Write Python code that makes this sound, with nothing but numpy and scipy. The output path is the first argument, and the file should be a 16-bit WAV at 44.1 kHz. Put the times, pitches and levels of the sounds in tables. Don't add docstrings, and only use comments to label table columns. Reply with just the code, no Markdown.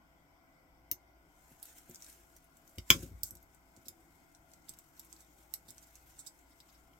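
import sys
import numpy as np
from scipy import signal
from scipy.fft import irfft
from scipy.io import wavfile
from scipy.ndimage import uniform_filter1d

SR = 44100
rng = np.random.default_rng(int(sys.argv[2]) if len(sys.argv) > 2 else 0)


def dump(signal):
    limited = np.clip(np.atleast_2d(signal).T, -1, 1)
    pcm = np.round(limited * 32767).astype(np.int16)
    wavfile.write(sys.argv[1], SR, pcm)


N = 308259
STEADY_EDGE_HZ = 15950


def gain_of(db):
    return 10 ** (np.asarray(db) / 20)


def read(points, hz):
    f, value = np.transpose(points)
    return np.interp(np.log(hz + 1), np.log(f + 1), value)


def sides(pan_db):
    return gain_of(np.array([pan_db, -pan_db]) / 2)


def place(s, sound, db, pan_db):
    return round(s * SR), sides(pan_db)[:, None] * gain_of(db) * sound


def add(mix, at, sound):
    part = mix[:, at:at + sound.shape[1]]
    part += sound[:, :part.shape[1]]


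def ring(modes, detune, phase, size=2600):
    t = np.arange(size) / SR
    return sum(gain_of(db - 60 * t / t60) * np.sin(2 * np.pi * (hz * d * t + p))
               for (hz, db, t60), d, p in zip(modes, detune, phase))


def noise(spectrum, same, lean_db, patchy_db, size=1024):
    frames, hz = 4 * N // size + 5, np.fft.rfftfreq(size, 1 / SR)
    a, b, c, d, patches = rng.standard_normal((frames, len(hz), 5)).T
    patches = uniform_filter1d(uniform_filter1d(patches, size=10, axis=0), size=10, axis=1)
    same = np.clip(read(same, hz), -1, 1)[:, None]
    left, other = a + 1j * b, c + 1j * d
    right = same * left + np.sqrt(1 - same ** 2) * other
    z = np.array([left, right]) * (hz < STEADY_EDGE_HZ)[:, None]
    z *= sides(read(lean_db, hz))[:, :, None]
    z *= gain_of(read(spectrum, hz)[:, None] + patchy_db * patches / patches.std())
    x = signal.istft(z, nperseg=size, noverlap=3 * size // 4)[1][:, :N]
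    return x / x.mean(0).std()


# frequency in Hz, relative level in dB per Hz.
AIR_SPECTRUM = [(12, -17.5), (25, -5.5), (60, -4), (125, -10), (160, -4), (215, -14.5), (290, -4),
                (340, -8), (490, -22), (680, -10), (1020, -13), (1200, -18.5), (1440, -10), (1800, -26.5),
                (2120, -12.5), (2800, -35), (4000, -67.5)]
# frequency in Hz, left-right likeness from -1 to 1.
LIKENESS = [(60, 1), (180, 0.64), (550, 0.87), (1650, -0.38), (4970, -0.0), (15000, 0.19)]
# frequency in Hz, left over right in dB.
BALANCE = [(60, 0.5), (150, 0.5), (380, 4), (950, 1.5), (2380, 3.5), (5980, 6), (15000, 17.5)]
AIR_DB = -68


def room_air():
    return gain_of(AIR_DB) * noise(AIR_SPECTRUM, LIKENESS, BALANCE, patchy_db=1.8, size=4096)


# frequency in Hz, steady core level in dB before panning,
# width of the wavering part in Hz.
HUM_TONES = [(57, -71.5, 4), (326, -81.5, 4.1), (515, -84.5, 4), (669.3, -78, 5), (780, -86.5, 5),
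             (737, -83.5, 3), (1013, -86.5, 3.5), (1980, -87.5, 10)]


def hum():
    out, t = np.zeros((2, N)), np.arange(N) / SR
    hz = np.fft.rfftfreq(2 ** 19, 1 / SR)
    for f, db, width in HUM_TONES:
        resonance = 1 / (1 + ((hz - f) / width * 2) ** 2)
        random_phases = np.exp(2j * np.pi * rng.random((2, len(hz))))
        a, b = irfft(random_phases * resonance)[:, :N]
        left = .4 * a / a.std() + np.sin(2 * np.pi * f * t)
        other = b / b.std()
        same = np.clip(read(LIKENESS, f), -1, 1)
        right = same * left + np.sqrt(1 - same ** 2) * other
        out += gain_of(db) * sides(read(BALANCE, f))[:, None] * [left, right]
    return out


# frequency in Hz, relative level in dB per Hz.
HISS_SPECTRUM = [(1530, -34), (2600, -9), (2780, -9), (3070, -3), (4030, -14), (5220, -5), (6600, -12.5),
                 (8740, -11), (9080, -24), (10700, -23), (11700, -12.5), (12600, -11.5), (15900, -19.5)]
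HISS_DB = -80.5


def hiss():
    return gain_of(HISS_DB) * noise(HISS_SPECTRUM, LIKENESS, BALANCE, patchy_db=-1.8)


# start in seconds, peak level in dB before panning,
# lift of the modes above 120 Hz in dB, decay time of the watch's rocking in seconds.
THUMP_EVENTS = [(0.913, -46.5, -5.5, 0.0084), (1.51, -54.5, 14, .01), (1.89, -47, 17, 0.02),
                (2.778, -37, -6.5, 0.0062), (2.9, -24, -1, 0.014), (2.943, -32, 0, 0.043),
                (3.025, -37.5, 0.5, .03), (3.11, -43, -11, 0.048), (3.221, -48.5, -8, 0.052),
                (3.31, -50, -8, .05), (3.77, -53.5, 3.5, 0.011), (3.86, -51.5, -0.5, 0.048),
                (4.69, -57, 7, 0.022), (4.77, -58, 17, 0.0078), (5.681, -56, 4, 0.026)]
# frequency in Hz, level in dB before the lift, t60 in seconds.
TABLE_MODES = [(57, -9, 0.34), (90, -1, .09), (130.07, -5.5, 0.089), (161, -5, 0.11), (238, -2.5, 0.081),
               (296, -4.5, .07), (355, -7.5, 0.14), (423.8, -10.5, 0.044), (544.3, -12, 0.06)]


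def thumps():
    out, t = np.zeros((2, N)), np.arange(18000) / SR
    for s, db, upper_db, rocking in THUMP_EVENTS:
        modes = [(hz, level + upper_db * (hz > 120), t60) for hz, level, t60 in TABLE_MODES]
        jolts = rng.standard_normal((2, 18000))
        pushes = 0.037 * (jolts[0] + 0.33 * jolts) * np.exp(-t / rocking)
        pushes[:, 0] += 1
        table = ring(modes, np.ones(9), np.arange(9) / 2 + .5, size=16000)
        sound = signal.fftconvolve(pushes, table[None], axes=1)
        add(out, *place(s, sound / abs(sound).max(), db, 1.4))
    return out


# time in seconds, peak level in dB before panning,
# left over right in dB, chatter of the contact in Hz.
KNOCK_EVENTS = [(0.9138, -41, 8.5, 2530), (2.7835, -36.5, 4, 2680), (2.9027, -2, 4, 2978),
                (3.8824, -65, -3, 3350), (5.5383, -48, 2, 2530), (6.6024, -53.5, 0.5, 3630),
                (6.933, -59, 6, 2750)]
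# frequency in Hz before the grip shifts it, relative level in dB, t60 in seconds.
CASE_MODES = [(560, -28, .05), (1042, -14, 0.0202), (1420, -11, 0.015), (2300, -6, 0.011),
              (2870, -8.5, 0.0041), (3170, 0, 0.0049), (3480, -1.5, .006), (5080, -6, 0.023),
              (6350, -6, .011), (13400, -5, .035)]


def knocks():
    out, t = np.zeros((2, N)), np.arange(1500) / SR
    for s, db, pan_db, hz in KNOCK_EVENTS:
        jolts = rng.standard_normal(1500)
        chatter = (np.sin(2 * np.pi * hz * t) + .4 * jolts) * np.exp(-((t - .001) / .0005) ** 2)
        bounces = .11 * jolts * np.exp(-t / .011) * (t > .003)
        held = np.where(np.arange(10) < 7, (hz / 3000) ** .8, 1)
        sound = signal.fftconvolve(chatter + bounces, ring(CASE_MODES, held, np.arange(10) / 2))
        both = np.array([sound, np.roll(sound, -2)])
        add(out, *place(s - .0005, both / abs(sound).max(), db, pan_db))
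    return out


# frequency in Hz before random
# retuning, relative level in dB, t60 in seconds before any lengthening.
LINK_MODES = [
    [(3750, -3.5, .005), (4665, -4, .005), (5300, -3, 0.0077)],
    [(6090, -2.5, 0.0017), (7570, -2, 0.003), (8150, -3, 0.002)],
    [(10150, -5.5, .003), (10700, -1.5, 0.0024), (12000, -4, 0.0066)],
    [(13600, -1, 0.00429), (14900, -8, 0.0037), (15350, -4, 0.0027)],
]


def links(groups_db, chance, blows, ringing=1.):
    out = 0
    for k, (db, group, (tune, turn)) in enumerate(zip(groups_db, LINK_MODES, chance)):
        modes = [(hz, level, ringing * t60) for hz, level, t60 in group]
        detune = 1 + .05 * (tune - .5)
        phase = (np.arange(3) + k) / 2
        other_side = phase + .7 * (turn - .5)
        rings = [ring(modes, detune, phase, size=600), ring(modes, detune, other_side, size=600)]
        radiation = signal.butter(2, 0.81 * group[0][0], "high", fs=SR)
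        sound = signal.oaconvolve(blows, signal.lfilter(*radiation, rings), axes=1)
        out = out + gain_of(db) * sound / abs(sound).max(1, keepdims=True)
    return out


# start in seconds, peak of the middle modes in dB before panning,
# left over right in dB, then low, high and top modes against the middle ones in dB.
CLICK_EVENTS = [(0.9138, -29.5, 4, -4, 4, 9.5), (1.5025, -64, 6, -8, 6, -6), (1.522, -60, 2, -8, -2, -4),
                (1.5987, -55, 1, -17, -3, -7), (1.6277, -44.5, -5, -6, 7, 10), (1.654, -49.5, 4, -7, 5, -7),
                (1.6674, -56, -8, -11, -2, 1), (1.6864, -51, 2, -12, -12, -13), (1.784, -50, 0, -9, -1, -2),
                (1.897, -50.5, 1, -19, 1, 5), (1.911, -44.5, 2, -18, -26, -20),
                (1.946, -37.5, 4, -35, -17, -26), (1.9573, -38, -1, -30, -20, -17),
                (2.005, -50, 3.5, -21, -9, -18), (2.0225, -36, 5, -42, -15, -26),
                (2.0305, -53, 2, -16, -6, -10), (2.0448, -40.5, 2, -25, -12, -18),
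                (2.0642, -45.5, 3.5, -6, -13, -21), (2.0968, -46.5, 7, -19, -27, -24),
                (2.3647, -51, -4, -21, 2, -1), (2.443, -70, 0, -22, 15, -2),
                (2.5694, -54.5, 10, -26, -3, -6), (2.6766, -57, 16, -25, -1, -1),
                (2.6943, -57, 4.5, -16, 4, -4), (2.757, -60, 0, -12, 0, 0), (2.7834, -42.5, -2, 5, -1, -3),
                (2.9035, -14, 1, -4, -1, 1), (3.031, -52, 3, 2, -11.5, 4), (3.2326, -28.5, -10, -26, -1, 8),
                (3.3075, -39.5, -5.5, -38, 3, -8), (3.3523, -49, -1, -12, 3, 2),
                (3.37, -47.5, 0, -21, -13, -18), (3.4278, -61, 1.5, -17, 12.5, -13),
                (3.5467, -58, 15, -21.5, -2, -6), (3.7643, -50, -7.5, -16, -21, -14.5),
                (3.883, -38.5, -7, -1, 1.5, 0), (4.349, -48, 4, -5.5, -32, -26.5),
                (4.5167, -50, -1.5, -17, -18.5, -31.5), (4.5357, -44, 0, -16.5, -22, -32),
                (4.6928, -35.5, -11, -15, -6.5, -6.5), (4.737, -51, -3, -3, 1, -2.5),
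                (4.7876, -44, -0.5, -21, -7, -2), (4.9777, -56.5, -3, -4.5, -2, -5.5),
                (4.995, -39.5, -3.5, -7.5, 1, -1.5), (5.0474, -55, 5, -12, 1, 0),
                (5.1276, -37, -9.5, -30, -15, -24), (5.163, -57, 0, 2, -12, -14),
                (5.2057, -46, -3, -23, -15.5, -16), (5.5382, -32, -14, -10, 4, -0.5),
                (5.7052, -39, -10, -18, -9, -12), (5.7808, -40, 1, -30.5, -15.5, -23.5),
                (5.8711, -55, -3, -11, -4.5, -14.5), (5.9546, -43, -5, -21, -5.5, -25),
                (6.109, -59, 3, -10, -15, -15), (6.3899, -56, 7, -14, -23, -24.5),
                (6.6023, -55, 7, 5.5, -13.5, 0)]
RATTLE_S, RATTLE_S_PER_DB = .0052, .00013


def clicks():
    out, t = np.zeros((2, N)), np.arange(1800) / SR
    onset = np.minimum(t / .0004, 1)
    contact = np.exp(-t / .0007) * onset
    for s, db, pan_db, low_db, high_db, top_db in CLICK_EVENTS:
        chance, jolts = rng.random((4, 2, 3)), rng.standard_normal((3, 1800))
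        length = RATTLE_S + RATTLE_S_PER_DB * (low_db + top_db) / 2
        rattle = .3 * np.exp(-t / length) * onset
        blows = (contact + rattle) * (jolts[0] + .5 * jolts[1:])
        add(out, *place(s, links([low_db, 0, high_db, top_db], chance, blows), db, pan_db))
    return out


ECHO_S, ECHO_DB = .0055, -12


def echo(x):
    return gain_of(ECHO_DB) * np.roll(x[::-1], round(ECHO_S * SR), axis=1)


# frequency in Hz, t60 in seconds.
ROOM_DECAY = [(1000, .15), (3000, 0.087), (8000, 0.13), (16000, 0.06)]


def room(x):
    taps = np.zeros((2, SR // 2))
    at = np.arange(60, SR // 2 - 20, 20)[:1000] + rng.integers(0, 20, (2, 1000))
    np.put_along_axis(taps, at, rng.choice([-1., 1.], at.shape), 1)
    hz, t, z = signal.stft(taps, SR, nperseg=256)
    decay = gain_of(-60 * t / read(ROOM_DECAY, hz)[:, None])
    tail = signal.istft(z * decay, SR, nperseg=256)[1]
    return signal.fftconvolve(x.mean(0)[None], tail / np.linalg.norm(tail[0]), axes=1)[:, :N]


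# time in seconds, level in dB before the stirring lift.
RUB_LEVEL = [(1.25, -89), (1.4, -75), (1.58, -78), (1.73, -68), (1.8, -71), (1.87, -75), (2.0, -75),
             (2.14, -66.5), (2.26, -73), (2.5, -84), (2.74, -78), (2.86, -76), (2.94, -52), (3.0, -62),
             (3.09, -69), (3.17, -80), (3.55, -85), (4.15, -76.5), (4.42, -84), (4.75, -78), (5.35, -75),
             (5.41, -69), (5.48, -79), (6.07, -74), (6.5, -80), (6.99, -79)]
STIR_DB, STIR_SHARE = 10, .12
STIR_RISE_S, STIR_FALL_S = .035, .04


def rub_level(t):
    lift_db = np.zeros(len(t))
    for s, db, *_ in CLICK_EVENTS + SQUEAK_EVENTS:
        shape = np.exp(np.minimum((t - s) / STIR_RISE_S, (s - t) / STIR_FALL_S))
        lift_db = np.maximum(lift_db, (STIR_DB + STIR_SHARE * (db + 45)) * shape)
    return np.interp(t, *np.transpose(RUB_LEVEL), left=-120) + lift_db


# frequency in Hz, relative level in dB per Hz.
RUSTLE_SPECTRUM = [(880, -27), (1500, 0), (1960, -7), (2530, -4.5), (3210, -5.5), (4670, -8.5), (5060, -6),
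                   (7580, 1), (10900, -8), (11800, 0), (15900, -7.5)]
TICKS_PER_S, TICKS_DB = 140, -8.5
CENTRE_DB, LEFT_PER_DB = -67, .75


def rubbing():
    t = np.arange(N) / SR
    db = np.interp(t, t[::64], rub_level(t[::64]))
    grains = uniform_filter1d(uniform_filter1d(rng.standard_normal(N), size=300), size=300)
    likeness, balance = [(1000, .3), (16000, 0.19)], [(1000, 0.00081), (16000, 0.007)]
    rustle = noise(RUSTLE_SPECTRUM, likeness, balance, patchy_db=2.5)
    rustle = gain_of(1.454 * grains / grains.std()) * rustle

    strengths = gain_of(4. * np.minimum(rng.exponential(1, N), 4))
    starts = strengths * (rng.random(N) < TICKS_PER_S / SR)
    contacts = signal.lfilter([1], [1, -np.exp(-1 / (.0012 * SR))], starts)
    blows = contacts * rng.standard_normal((2, N))
    ticks = links([-6.5, -0.5, -4.5, -5], rng.random((4, 2, 3)), blows)[:, :N]
    ticks = signal.sosfilt(signal.butter(12, STEADY_EDGE_HZ - 300, fs=SR, output="sos"), ticks)

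    pan = sides(LEFT_PER_DB * np.clip(CENTRE_DB - db, 0, 30))
    return gain_of(db) * pan * (rustle + gain_of(TICKS_DB) * ticks / ticks.std())


# start in seconds, peak of the middle modes in dB before panning,
# left over right in dB, low modes and high modes against the middle ones in dB,
# length in seconds, mean slips per second.
SQUEAK_EVENTS = [(3.239, -42.5, 3.5, -23.5, -4, 0.066, 206), (3.853, -55.5, 1, 1, 1, 0.025, 304),
                 (4.681, -52, -3, 5, -5, 0.024, 298), (5.2, -56, -7, -8, -10, 0.031, 313),
                 (5.681, -48, -4.5, -2, -1, .022, 297), (5.823, -53, -5, -10.5, -3, 0.023, 308),
                 (6.186, -37.5, -7, -15.5, -17, 0.03, 312), (6.263, -37.5, -8.5, -10.5, -12, 0.022, 514),
                 (6.506, -68, 0, 6.5, -9, 0.031, 293), (6.685, -64.5, 0, 6.5, -9, 0.027, 309),
                 (6.737, -68.5, 1, 8.5, -4, 0.034, 299)]
TOP_DB = -3


def squeaks():
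    out = np.zeros((2, N))
    for s, db, pan_db, low_db, upper_db, length, rate in SQUEAK_EVENTS:
        t = np.arange(0, length, 1 / SR)
        turns = rate * t + .15 * np.sin(2 * np.pi * (90 * t + rng.random()))
        swell = np.sin(np.pi * (t / length) ** .65)
        jerks = (.08 + np.exp(-(turns % 1) / .3)) * swell
        shared, separate = rng.standard_normal(len(t)), rng.standard_normal((2, len(t)))
        blows = jerks * (shared + 0.96 * separate)
        groups_db = [low_db, 0, upper_db, upper_db + TOP_DB]
        sound = links(groups_db, rng.random((4, 2, 3)), blows, ringing=1.4)
        add(out, *place(s, sound, db, pan_db))
    return out


def scene():
    hits = knocks() + clicks() + squeaks()
    reflections = echo(hits) + gain_of(-4.0) * room(hits)
    background = room_air() + hum() + hiss()
    return hits + reflections + thumps() + rubbing() + background


EDGE_HZ = 16700


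def record(dry):
    low_pass = signal.firwin(511, EDGE_HZ, window=("kaiser", 9), fs=SR)
    return signal.oaconvolve(np.clip(dry, -1, 1), low_pass[None], "same")


dry = scene()
out = record(dry)
dump(out)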